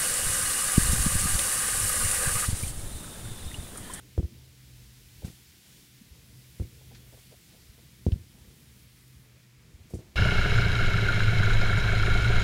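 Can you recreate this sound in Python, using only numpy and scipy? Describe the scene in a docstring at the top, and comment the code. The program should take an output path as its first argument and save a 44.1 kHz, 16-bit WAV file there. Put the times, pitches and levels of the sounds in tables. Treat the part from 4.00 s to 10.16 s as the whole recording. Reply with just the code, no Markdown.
"""On a lawn near a wall, microphone lying in the grass, a football kicked about some way off.
Leaves hiss in the breeze, far traffic rumbles and a motor hums throughout. Each contact of the ball
is a low push of air, then a knock of the shell and a crack, on touch and again on letting go;
the wall sends it back, trees and hedges scatter it. Some kicks trail after-thumps or a dull tail.
Soft taps, low thuds, ticks and grass swishes lie between."""
import sys
import numpy as np
from scipy import signal
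from scipy.io import wavfile

SR = 44100
rng = np.random.default_rng(int(sys.argv[2]) if len(sys.argv) > 2 else 0)


def generate_wav(sig):
    """Save sig (samples, or channels by samples) to the path in sys.argv[1] as 16-bit PCM at SR."""
    pcm = np.round(np.clip(np.atleast_2d(sig).T, -1, 1) * 32767).astype(np.int16)
    wavfile.write(sys.argv[1], SR, pcm)


N = 271523

# breeze in the leaves: t/s, level under 8 kHz/dB, treble relative to that level/dB
BREEZE_LEVELS = [(0, -61, -2), (.45, -62, -2.5), (.8, -60, -2.5), (1.15, -60, -1.5), (1.75, -59.5, -2.3),
                 (2.1, -62, -2.3), (2.45, -61.5, -0.5), (2.85, -61.5, -1.5), (3.2, -60, -1),
                 (3.7, -62.5, -2), (5.05, -63.5, -0.5), (5.55, -67.5, -5.5), (5.85, -65, -4),
                 (6.16, -66, -4)]
# spectrum of the leaves: f/Hz, relative level/dB
LEAF_SPECTRUM = [(290, -35), (500, -5), (522, -5.5), (1150, -12), (1270, -14), (1470, -5), (3110, 1),
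                 (6030, -0.5), (7930, -4.5), (12900, 5), (15600, -29)]
# softer, darker hiss around 2 kHz: t/s, level/dB
DARK_HISS_LEVELS = [(0, -72), (1.6, -73), (3.5, -71), (4.3, -71.5), (5.2, -70), (6.16, -70)]
# spectrum of the far traffic: f/Hz, relative level/dB
TRAFFIC_SPECTRUM = [(20, -51), (40, -2.5), (65, 1.5), (100, -6), (160, -7.5), (250, -15), (400, -19.5),
                    (650, -30.5), (1000, -31)]
# traffic under about 125 Hz: t/s, level/dB
TRAFFIC_DEEP_LEVELS = [(0, -56.5), (1.35, -57), (1.65, -65.5), (2.1, -60.5), (2.7, -56.5), (3.05, -54.5),
                       (3.45, -58.5), (4.1, -59), (6.16, -59.5)]
# traffic above that: t/s, level/dB
TRAFFIC_UPPER_LEVELS = [(0, -59.5), (.6, -63), (2.4, -62), (2.9, -60), (4, -58.5), (4.6, -61.5),
                        (5.7, -63.5), (6.16, -61.5)]
# motor hum: t/s, level/dB
HUM_LEVELS = [(0, -56), (1, -57), (1.5, -68), (2, -62.5), (2.4, -55), (3.05, -55), (3.45, -67.5),
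              (4, -61.5), (5.2, -59), (5.75, -61.5), (6.16, -81)]
# the motor's faint tones: f/Hz, level/dB
MOTOR_TONES = [(206, -75.5), (292, -78), (351, -81)]
# kicks and bounces: t/s, push level/dB, push f/Hz, push cycles, touch gain/dB, touch tilt/(dB/octave),
# ring/multiple of t60, knock low-pass f/Hz, crack level/dB, contact length/s, let-go gain/dB,
# let-go tilt/(dB/octave)
CONTACTS = [(0.178, -12.5, 72.3, 1.28, -20.5, 8, .75, 2200, -56, .0175, -26, 0.5),
            (1.2448, -26.5, 136, 1.1, -33, 5, .8, 1200, -51.5, .0214, -38.5, 5),
            (2.598, -19.5, 71, 1.4, -30.5, 3.5, 1.0, 1800, -58, .021, -33.5, 2),
            (4.065, -15.5, 75.5, 2, -14, 2, .7, 1040, -51.5, .0204, -28.5, -5.5),
            (5.9365, -26, 80.6, 1.68, -24.5, 6, .9, 810, -58, 0.01595, -24, 9.5)]
# modes of the ball's shell: f/Hz, relative level/dB, t60/s
SHELL_MODES = [(169.6, 16.5, 0.024), (245, 1, 0.041), (333, 6, 0.032), (427, 4.5, 0.018),
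               (592, -2.5, 0.013), (808, -24.5, 0.023), (1390, -4.5, 0.0036)]
# contact by contact: let-go ring/multiple of the touch's ring
LET_GO_RINGS = [1.55, 1.1, 0.92, 0.58, 0.85]
# each contact's echo off the wall: lag/s, push loss/dB, push cycles, knock loss/dB
WALL_ECHOES = [(.050, 9.5, 2.55, 14.5), (.0335, 7.5, 1.3, 5), (0.031, 11, 1.4, 13), (.0545, -2, 1.75, 18.5),
               (.0515, 12, 0.97, 11)]
# soft taps on turf: t/s, level/dB, centre f/Hz, length/s
TURF_TAPS = [(1.219, -48.5, 344, .034), (2.149, -66, 600, 0.015), (2.811, -59, 428, .012),
             (2.911, -53, 410, 0.029), (3.125, -54, 402, 0.037), (3.167, -61.5, 480, 0.036),
             (3.313, -54.5, 400, 0.047), (3.525, -64, 423, 0.069), (3.78, -59, 370, 0.025),
             (5.903, -57, 357, .022), (5.924, -54, 280, .012)]
# low thuds, on their own or late echoes and after-thumps of kicks: t/s, level/dB, f/Hz, cycles
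LOW_THUDS = [(1.233, -29.5, 67.6, 2), (2.01, -43.5, 214, 3.6), (2.104, -42, 62.6, 1.9),
             (3.692, -40.5, 66.5, 1.14), (4.1564, -24.5, 106, 0.81), (4.194, -39.5, 90, 3.5),
             (5.737, -40.5, 71, 1.8), (5.804, -41, 78.6, 2), (5.964, -34, 105, 2)]
# high grass swishes, sharp ticks, dull low tails after kicks: t/s, level/dB, low f/Hz, high f/Hz, t60/s
NOISE_BURSTS = [(1.245, -52, 302, 785, 0.13), (1.244, -49, 2200, 13800, 0.28),
                (1.2466, -47, 700, 7000, 0.011), (2.945, -50, 1590, 4800, 0.13),
                (4.12, -40.5, 2750, 3600, 0.018), (5.079, -57, 6000, 14000, .03),
                (5.895, -56.5, 5400, 14000, 0.22), (5.935, -52.5, 4970, 10000, 0.24),
                (5.96, -58, 300, 786, 0.58)]


def from_db(db):
    """Gain of a level in dB."""
    return 10 ** (np.asarray(db) / 20)


def rms_one(x):
    """Scaled to rms 1."""
    return x / np.sqrt(np.mean(x ** 2) + 1e-20)


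def in_time(rows):
    """Columns of a curve, one value per sample."""
    times, *columns = np.transpose(rows)
    return [np.interp(np.arange(N) / SR, times, column) for column in columns]


def drift(rate_hz):
    """Slow random wander of rms 1."""
    pole = np.exp(-2 * np.pi * rate_hz * 40 / SR)   # one step every 40 samples
    slow = signal.lfilter([1], [1, -2 * pole, pole * pole], rng.standard_normal(N // 40 + 2002))[2000:]
    return np.interp(np.arange(N) / 40, np.arange(len(slow)), rms_one(slow))


def band(x, low_hz, high_hz):
    """Band-pass."""
    edges_hz = [low_hz, min(high_hz, .45 * SR)]
    return signal.sosfilt(signal.butter(2, edges_hz, "band", fs=SR, output="sos"), x)


def add(out, start_s, piece):
    """Mixes a piece in at a moment."""
    at = round(start_s * SR)
    out[at:at + len(piece)] += piece[:N - at]


def banded_noise(spectrum, below_db, above_db, split_hz, low_hz, count, flicker_db):
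    """Flickering half-octave noise bands; those under and over the split follow their own levels."""
    parts, together = np.zeros((2, N)), drift(2.6)
    white = rng.standard_normal((2, N))
    edges = low_hz * 2 ** (np.arange(count + 1) / 2)
    hz, db = np.transpose(spectrum)
    for k, (low, high) in enumerate(zip(edges, edges[1:])):
        centre = np.sqrt(low * high)
        level_db = np.interp(np.log(centre), np.log(hz), db)
        level_db += flicker_db * (together + drift(6.4) + 0.3 * drift(0.27))
        parts[int(centre > split_hz)] += from_db(level_db) * band(white[k % 2], low, high)
    return from_db(below_db) * rms_one(parts[0]) + from_db(above_db) * rms_one(parts[1])


def leaves():
    """Leaves hiss, rising and falling with the breeze."""
    hiss_db, treble_db = in_time(BREEZE_LEVELS)
    return banded_noise(LEAF_SPECTRUM, hiss_db, hiss_db + treble_db,
                        split_hz=7000, low_hz=705.5, count=10, flicker_db=0.5)


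def far_traffic():
    """Traffic in the distance: an uneven rumble, mostly bass."""
    deep_db, = in_time(TRAFFIC_DEEP_LEVELS)
    upper_db, = in_time(TRAFFIC_UPPER_LEVELS)
    return banded_noise(TRAFFIC_SPECTRUM, deep_db, upper_db,
                        split_hz=125, low_hz=21.5, count=11, flicker_db=2.1)


def dark_hiss():
    """A softer hiss beneath the leaves; its level flickers quickly."""
    white = rng.standard_normal((2, N))
    level_db = in_time(DARK_HISS_LEVELS)[0] + 0.94 * drift(23)
    return from_db(level_db) * rms_one(band(white[0], 1750, 2610) + 0.67 * band(white[1], 985, 1750))


def motor(hum_hz=125):
    """A motor hums: one wavering tone and a few faint, steadier ones."""
    hum_db, = in_time(HUM_LEVELS)
    out = from_db(hum_db + 2.4 * drift(9)) * np.sin(2 * np.pi * np.cumsum(hum_hz + 2.2 * drift(8)) / SR)
    for hz, db in MOTOR_TONES:
        out += from_db(db + 2.5 * drift(2.5)) * np.sin(2 * np.pi * np.cumsum(hz + 1.2 * drift(3)) / SR)
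    return np.sqrt(2) * out


def knock(gain_db, tilt, ring, top_hz, crack_db, spread_db):
    """The ball's shell modes, set off inwards by a soft contact, and a short crack."""
    t = np.arange(SR // 8) / SR
    mode_hz, mode_db, mode_t60 = np.transpose(SHELL_MODES)[:, :, None]
    # a harder contact favours the upper modes; a foot or turf that stays in touch shortens the ring
    start_db = mode_db + spread_db + tilt * np.log2(mode_hz / 340)
    modes = from_db(start_db - 60 * t / (mode_t60 * ring)) * np.sin(2 * np.pi * mode_hz * t)
    onset = np.sin(np.pi / 2 * np.minimum(t / 0.003, 1)) ** 2
    shell = -from_db(gain_db) * modes.sum(axis=0) * onset
    shell = signal.sosfilt(signal.butter(4, top_hz, fs=SR, output="sos"), shell)
    crack = rms_one(band(rng.standard_normal(len(t)), 1000, 6000)) * from_db(-60 * t / 0.093)
    return shell + from_db(crack_db) * crack


def push(hz, cycles):
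    """A few swings of air that swell and die as the ball squashes and springs back; no net flow."""
    samples = cycles / hz * SR
    progress = np.arange(round(samples)) / samples
    swell = np.sin(np.pi * progress ** .85) ** 1.2
    swing = np.sin(2 * np.pi * cycles * progress)
    return swell * (swing - np.sum(swell * swing) / np.sum(swell))


def football(squash_lag_s=.0025):
    """Touch, push and let-go of each contact, reaching the microphone straight and off the wall."""
    out = np.zeros(N)
    spreads_db = rng.normal(0, 1.2, (len(CONTACTS), 2, len(SHELL_MODES), 1))
    for contact, echo, let_go_ring, spread_db in zip(CONTACTS, WALL_ECHOES, LET_GO_RINGS, spreads_db):
        (start_s, push_db, hz, cycles, touch_db, touch_tilt,
         ring, top_hz, crack_db, contact_s, let_go_db, let_go_tilt) = contact
        lag_s, push_loss_db, echo_cycles, knock_loss_db = echo
        add(out, start_s + squash_lag_s, from_db(push_db) * push(hz, cycles))
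        add(out, start_s + lag_s, from_db(push_db - push_loss_db) * push(hz, echo_cycles))
        straight = (start_s, 0, 0, crack_db)
        off_wall = (start_s + lag_s, knock_loss_db, 1, crack_db - 2)
        for arrival_s, loss_db, extra_tilt, path_crack_db in (straight, off_wall):
            touch = knock(touch_db - loss_db, touch_tilt + extra_tilt, ring,
                          top_hz, path_crack_db, spread_db[0])
            # letting go is softer: a lower top and a weaker crack
            let_go = knock(let_go_db - loss_db, let_go_tilt + extra_tilt, let_go_ring * ring,
                           0.69 * top_hz, path_crack_db - 10, spread_db[1])
            add(out, arrival_s, touch)
            add(out, arrival_s + contact_s, let_go)
    return out


def lawn_scatter(sound, gain_db=-33.5, t60_s=0.4, rise_s=.035):
    """Trees and hedges around the lawn scatter a sound into a dull, dying tail."""
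    t = np.arange(SR // 2) / SR
    envelope = from_db(-60 * t / t60_s) * np.minimum(t / rise_s, 1) ** 2
    tail = band(rng.standard_normal(len(t)), 122, 540) * envelope
    return from_db(gain_db) * signal.fftconvolve(sound, tail / np.sqrt(np.sum(tail ** 2)))[:N]


def taps():
    """Soft puffs of noise, as of paws or soles on turf."""
    out = np.zeros(N)
    for start_s, db, hz, length_s in TURF_TAPS:
        progress = np.arange(round(length_s * SR)) / (length_s * SR)
        noise = band(rng.standard_normal(4000), hz / 2.1, hz * 1.9)
        puff = rms_one(band(noise, hz / 2.1, hz * 2.1))[-len(progress):]
        add(out, start_s, from_db(db) * puff * np.sin(np.pi * np.sqrt(progress)))
    return out


def thuds():
    """Low pushes of air: some on their own, some late echoes and after-thumps of the kicks."""
    out = np.zeros(N)
    for start_s, db, hz, cycles in LOW_THUDS:
        add(out, start_s, from_db(db) * push(hz, cycles))
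    return out


def noise_bursts():
    """Dying bursts of noise: high grass swishes, sharp ticks and dull low tails after kicks."""
    out = np.zeros(N)
    t = np.arange(SR // 4) / SR
    for start_s, db, low_hz, high_hz, t60_s in NOISE_BURSTS:
        envelope = from_db(db - 60 * t / t60_s) * np.minimum(25 * t / t60_s, 1)
        noise = band(rng.standard_normal(2 * len(t)), low_hz, high_hz)[len(t):]
        add(out, start_s, envelope * rms_one(noise))
    return out


def scene():
    """Everything that reaches the one microphone in the grass."""
    ambience = leaves() + far_traffic() + dark_hiss()
    ball = football()
    return (ambience + ball + lawn_scatter(ball) + taps() + thuds() + noise_bursts() + motor())[None]


def record(dry, low_hz=44, top_hz=15850):
    """The small microphone loses the deepest bass; the top is cut steeply."""
    thin = signal.sosfilt(signal.butter(2, low_hz, "high", fs=SR, output="sos"), dry)
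    return signal.sosfilt(signal.ellip(16, .1, 70, top_hz, fs=SR, output="sos"), thin)


dry = scene()
out = record(dry)
generate_wav(out)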